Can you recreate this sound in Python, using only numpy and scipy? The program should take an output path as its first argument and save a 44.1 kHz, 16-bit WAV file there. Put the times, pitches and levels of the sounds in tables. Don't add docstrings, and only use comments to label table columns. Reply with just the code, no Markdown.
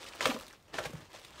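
import sys
import numpy as np
from scipy import signal
from scipy.fft import rfft, irfft, next_fast_len
from scipy.io import wavfile
from scipy.ndimage import map_coordinates

SR = 44100
rng = np.random.default_rng(int(sys.argv[2]) if len(sys.argv) > 2 else 0)


def boost_factor(decibels):
    exponent = np.asarray(decibels, float) / 20
    return 10 ** exponent


def unload_audio(sound):
    columns = np.transpose(np.atleast_2d(sound))
    steps = np.round(np.clip(columns, -1, 1) * 32767)
    wavfile.write(sys.argv[1], SR, steps.astype(np.int16))


N = 61740


def unit(x):
    return x / np.sqrt(np.mean(x ** 2) + 1e-20)


def along(points, hz):
    f, v = np.transpose(points)
    return np.interp(np.log(hz + 1), np.log(f + 1), v)


def coloured(x, gain):
    m = 2 * next_fast_len(N // 2 + 4096)
    cepstrum = irfft(np.log(gain(np.fft.rfftfreq(m, 1 / SR)) + 1e-6), m)
    cepstrum[1:m // 2] *= 2
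    cepstrum[m // 2 + 1:] = 0
    return irfft(rfft(x, m) * np.exp(rfft(cepstrum)), m)[:N]


def wobble(rate):
    knots = rng.standard_normal(int(N * rate / SR) + 4)
    return map_coordinates(knots, [np.arange(N) * rate / SR])


def place(times, sounds):
    start = np.round(np.asarray(times) * SR).astype(int)[:, None]
    at = start + np.arange(sounds.shape[1])
    return np.bincount(at.ravel(), sounds.ravel(), N + SR)[:N]


# f/Hz, relative level/dB per Hz
FLOOR_COLOUR = [(15, -48), (25, 8.5), (130, 0), (223, -5), (1130, -11.5), (1940, -16.5), (2840, -21),
                (10400, -25), (12200, -24), (16000, -28)]


def room_tone():
    noise = coloured(rng.standard_normal(N), lambda hz: boost_factor(along(FLOOR_COLOUR, hz)))
    floor_db = -59
    return boost_factor(floor_db) * unit(noise)


# f/Hz, time to fall by 60 dB/s
ROOM_DECAY = [(200, 0.37), (1500, 0.17), (6000, 0.11), (14000, 0.42)]


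def room(x):
    room_db, gap_s = -5.5, 0.003
    out, step = np.zeros(N + 2 * SR), SR // 10
    gap = round(gap_s * SR)
    for a in range(0, N, step):
        hz, t, z = signal.stft(rng.standard_normal(SR // 3), SR, nperseg=256)
        fade = boost_factor(-60 * t / along(ROOM_DECAY, hz)[:, None])
        tail = signal.istft(z * fade, SR, nperseg=256)[1]
        wet = signal.fftconvolve(x[a:a + step], tail / np.linalg.norm(tail))
        out[a + gap:][:len(wet)] += wet
    return boost_factor(room_db) * out[:N]


# f/Hz, relative level/dB, time to fall by 60 dB/s
BOX_MODES = [(68, -4.5, 0.076), (100, -11.5, 0.047), (156.8, -9, 0.076), (245, 0, 0.077), (303.5, 1, 0.047),
             (453.7, 0.5, 0.067), (527.3, 3.5, 0.052), (620, 4.5, 0.054), (800, 5.5, 0.037),
             (976, 7, 0.021), (1200, 9.5, 0.03), (1380, 6.5, 0.038), (1757, 8.5, 0.027), (2730, 5, 0.018)]
# t/s, relative peak level/dB, centre of the modes it excites f/Hz
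BOX_KNOCKS = [(0.2072, -23.5, 1260), (.2085, -23, 435), (.228, -24, 1200), (0.2536, -47, 1320),
              (.2595, -11, 456), (.272, -20, 527), (.288, -17, 245), (.313, -17.5, 875),
              (0.346, -25.5, 245), (.356, -24.5, 510), (.409, -37, 504), (.7425, -23, 800),
              (.752, -36.5, 310), (0.7847, -16, 1420), (.787, -16.5, 624), (.798, -24, 530),
              (.803, -31, 116.6), (.822, -43, 620), (.848, -28, 830), (.854, -24.5, 463), (.862, -30, 141),
              (0.897, -30, 249), (.932, -32, 510), (.938, -27.5, 160), (.947, -31, 100), (1.001, -37, 307),
              (1.021, -47, 103), (1.142, -35.5, 630), (1.149, -36, 890), (1.351, -47, 68)]


def knocks():
    knock_db, blow_spread_db = -7.5, 2.5
    reach_oct = 0.37
    s, db, centre_hz = [c[:, None, None] for c in np.transpose(BOX_KNOCKS)]
    hz, mode_db, t60 = [c[:, None] for c in np.transpose(BOX_MODES)]
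    draw = rng.standard_normal((len(s), 3, len(BOX_MODES), 1))
    t = np.arange(SR // 6) / SR
    nearness = 1 / (1 + (np.log2(hz / centre_hz) / reach_oct) ** 4)
    level = boost_factor(mode_db + blow_spread_db * draw[:, 0]) * nearness
    phase = 2 * np.pi * hz * (1 + 0.011 * draw[:, 1]) * t + 1.32 * draw[:, 2]
    ring = np.sin(phase) * boost_factor(-60 * t / t60)
    blow = (level * ring).sum(1) * (1 - np.exp(-t / 0.0011))
    blow = blow / np.abs(blow).max(1, keepdims=True)
    return place(s[:, 0, 0], boost_factor(db[:, 0] + knock_db) * blow)


def box_gain(hz):
    total = 0
    for k, (f, db, t60) in enumerate(BOX_MODES):
        damping = 1j * hz * 6 / t60
        total = total + (-1) ** k * boost_factor(db) * damping / (f * f - hz * hz + damping)
    return abs(total)


def crackle():
    crackles_per_s, size_spread_db = 3000, 5.5
    pitched_db, smooth_db = -4, -2
    clump_db, pitched_ms = 2.5, 4
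    draw, t = rng.random((6000, 4)), np.arange(192) / SR
    times = np.cumsum(-np.log(1 - draw[:, 0])) / crackles_per_s
    size_db = size_spread_db * np.minimum(-np.log(1 - draw[:, 1]), 2.8)
    size = boost_factor(size_db) * (times < N / SR)
    times = np.minimum(times, N / SR)
    life_s = 0.0015 + 0.0017 * draw[:, 2:3]
    sharp = boost_factor(-60 * t / life_s) * rng.standard_normal((6000, 192))
    swell = t / (pitched_ms / 1000) * 8
    tone = np.sin(np.pi * SR * draw[:, 3:] * t)
    pitched = swell * np.exp(1 - swell) * tone
    sharp = unit(place(times, size[:, None] * sharp))
    pitched = unit(place(times, size[:, None] * pitched))
    hiss = rng.standard_normal(N)
    mix = unit(sharp + boost_factor(pitched_db) * pitched + boost_factor(smooth_db) * hiss)
    return mix * boost_factor(clump_db * wobble(60.89))


def wall_rub():
    return unit(coloured(crackle(), lambda hz: box_gain(hz) / (1 + (hz / 900) ** 2)))


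# t/s, relative level/dB, pitch f/Hz, relative treble crack level/dB against the body,
# length to -60 dB/ms (held between 4 and 30 when played)
CREASE_SNAPS = [(0.029, -32, 2300, -23, 13.5), (0.0359, -35.5, 3130, -25, 12), (0.042, -34.5, 3520, -1, 17),
                (0.0512, -36, 1290, -27.5, 30), (0.088, -31.5, 3530, -1.5, 10.5),
                (0.123, -34, 2320, -20, 14), (0.1358, -29.5, 2300, -27, -1), (0.1414, -42, 2200, -15, 12),
                (0.1505, -42, 1730, 6.5, 19), (0.1562, -34, 1390, 1, 13), (0.208, -11, 1820, -21, 7),
                (0.2146, -27, 1170, -30, 20), (0.228, -21, 1180, -34, 13), (0.256, -5.5, 1256, -9, 4.5),
                (0.2577, -8, 2530, -22, 12.5), (0.2732, -17, 2590, 4, 3), (0.2993, -21.5, 3090, -12, 30),
                (0.3066, -19.5, 2570, -34, 25), (0.3136, -29, 1950, -4, 10), (0.3644, -25.5, 1120, -24, 13),
                (0.3885, -35.5, 2220, 5.5, 13), (0.3979, -30.5, 3200, -3.5, 18),
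                (0.4095, -31, 1200, -1, 17), (0.466, -35, 4040, -1, 14), (0.4805, -36, 3070, -1, 24),
                (0.5082, -37, 2000, -9, 15), (0.5282, -33.5, 6000, -6, 9), (0.5332, -36.5, 1380, -14, 22),
                (0.601, -50, 3480, -13, 12), (0.6255, -48.5, 3480, 1, 10), (0.655, -50, 3500, -10, 7),
                (0.6815, -46, 2200, -12, 25), (0.741, -29, 1630, -38, 10.5), (0.749, -30, 1630, -11, 4),
                (0.7687, -36, 1610, -27, 2), (0.7862, -14.5, 1440, -22, 12), (0.855, -22.5, 2100, -10, 31),
                (0.906, -39.5, 1780, 6, 9), (0.9325, -38, 1220, -0.5, 25), (1.0057, -40.5, 1520, -2.5, 25),
                (1.1036, -47, 1700, 0, 22), (1.1315, -34, 3060, 4, 3), (1.196, -36.5, 3260, 1, 9),
                (1.216, -39, 2680, 0, 8), (1.2482, -33, 3160, 0, 17), (1.306, -41, 1780, 4, 12),
                (1.398, -30.5, 1850, -8, 25)]


def snaps():
    snap_db, noise_db, crack_db = -4.5, -8.5, 5.5
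    width, rise_s, crack_hz = 0.42, 0.00031, 5160
    s, db, hz, treble_db, life_ms = [c[:, None] for c in np.transpose(CREASE_SNAPS)]
    t = np.arange(1400) / SR
    noise = rng.standard_normal((len(s), 2, len(t)))
    f = np.fft.rfftfreq(len(t), 1 / SR)
    burst = irfft(rfft(noise[:, 0]) / (1 + ((f - hz) / (width * hz)) ** 4), len(t))
    burst = burst / burst.std(1, keepdims=True)
    pop = np.sin(2 * np.pi * hz * t) * boost_factor(-4 * hz * t)
    treble = irfft(rfft(noise[:, 1]) * f ** 2 / (f ** 2 + crack_hz ** 2), len(t))
    crack = boost_factor(treble_db + crack_db) * treble
    life_s = np.clip(life_ms / 1000, .004, .03)
    shape = boost_factor(-60 * t / life_s) * (1 - np.exp(-t / rise_s))
    no_bass = (1j * f / (1j * f + hz / 4)) ** 2
    body = irfft(rfft((pop + boost_factor(noise_db) * burst) * shape) * no_bass, len(t))
    body = body / np.abs(body).max(1, keepdims=True)
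    return place(s[:, 0], boost_factor(db + snap_db) * (body + crack * shape))


# f/Hz, relative level/dB per Hz
PAPER_COLOUR = [(150, -51.5), (250, -15), (452, 0), (674, -10), (775, -16.5), (1140, -8), (3060, -5),
                (6140, -12), (14900, -19.5), (16000, -22)]


def paper_sheet(tilt_db):
    sheet = unit(coloured(crackle(), lambda hz: boost_factor(along(PAPER_COLOUR, hz))))
    high = signal.sosfilt(signal.butter(1, 4000, "high", fs=SR, output="sos"), sheet)
    return sheet + (boost_factor(tilt_db) - 1) * high


# t/s, relative rustle level/dB,
# relative pressure on the box wall level/dB, treble lift level/dB
PULL_STRETCHES = [
    [(0, -46.5, 3, -0.5), (.05, -49, 4.5, 3.5), (.12, -50.5, 5.5, 2), (.19, -49.5, 5, -1),
     (.204, -43.5, 3, -4)],
    [(.2078, -29.5, -1, 1.5), (.222, -33.5, 4, 4), (.25, -40.5, 6.5, 2)],
    [(.2553, -21.5, -2.5, 3.5), (.265, -31.5, 7.5, 3.5), (.284, -36, -5.5, 3), (.312, -37, 10, -1),
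     (.325, -45.5, -7, 1.5), (.4, -47.5, 0, -0.5), (.45, -57, 8.5, 8.5), (.538, -55, 1.5, -6),
     (.574, -64, -3, -8), (.676, -72, -7, 5)],
    [(.682, -60.5, 6, 4), (.718, -61.5, 13, -1), (.744, -41, 6.5, -0.5), (.78, -43.5, 7.5, 3)],
    [(.785, -39, 13.5, 5), (.819, -52, 10, 7.5), (.835, -41.5, 3.5, 3), (.859, -37.5, 3, 2.5),
     (.875, -45.5, -1, 0), (.897, -52, 0, 0), (.98, -56, 9.5, 3.5), (1.04, -53, 5, 1.5),
     (1.08, -63, 6.5, 3.5), (1.12, -56, 2, 0.5)],
    [(1.13, -59.5, 12, 7), (1.15, -50.5, 12.5, 6), (1.175, -52.5, -0.5, 1), (1.215, -57.5, 4, 4.5),
     (1.25, -53.5, 3, 3), (1.27, -57, 3.5, 5), (1.31, -54.5, 6, -1.5), (1.39, -58, 11, 8)],
]


def rustle():
    step_s = 0.0006
    paper_db, rub_db = -0.5, -7.5
    pairs = zip(PULL_STRETCHES, PULL_STRETCHES[1:])
    held = [[(after[0][0] - step_s, *before[-1][1:])] for before, after in pairs]
    rows = np.vstack(PULL_STRETCHES + held)
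    s, *cols = rows[np.argsort(rows[:, 0])].T
    level_db, wall_db, tilt_db = [np.interp(np.arange(N) / SR, s, c) for c in cols]
    paper = boost_factor(paper_db) * paper_sheet(tilt_db)
    wall = boost_factor(rub_db + wall_db) * wall_rub()
    return boost_factor(level_db) * (paper + wall)


def scene():
    near = rustle() + snaps() + knocks()
    return (near + room(near) + room_tone())[None]


def roll_off(x):
    return signal.sosfilt(signal.butter(12, 16390, fs=SR, output="sos"), x)


# f/Hz, gain level/dB
MIC_COLOUR = [(20, -35), (40, -4.5), (80, -3), (6000, -3), (9000, -7), (10500, -13), (12000, -11.5),
              (16000, -16.5)]


def record(dry):
    hiss_db, top_hz = -79, 15740
    heard = coloured(dry[0], lambda hz: boost_factor(along(MIC_COLOUR, hz)))
    heard = heard + boost_factor(hiss_db) * rng.standard_normal(N)
    heard = signal.sosfilt(signal.ellip(10, .5, 50, top_hz, fs=SR, output="sos"), heard)
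    return roll_off(heard[None])


dry = scene()
out = record(dry)
unload_audio(out)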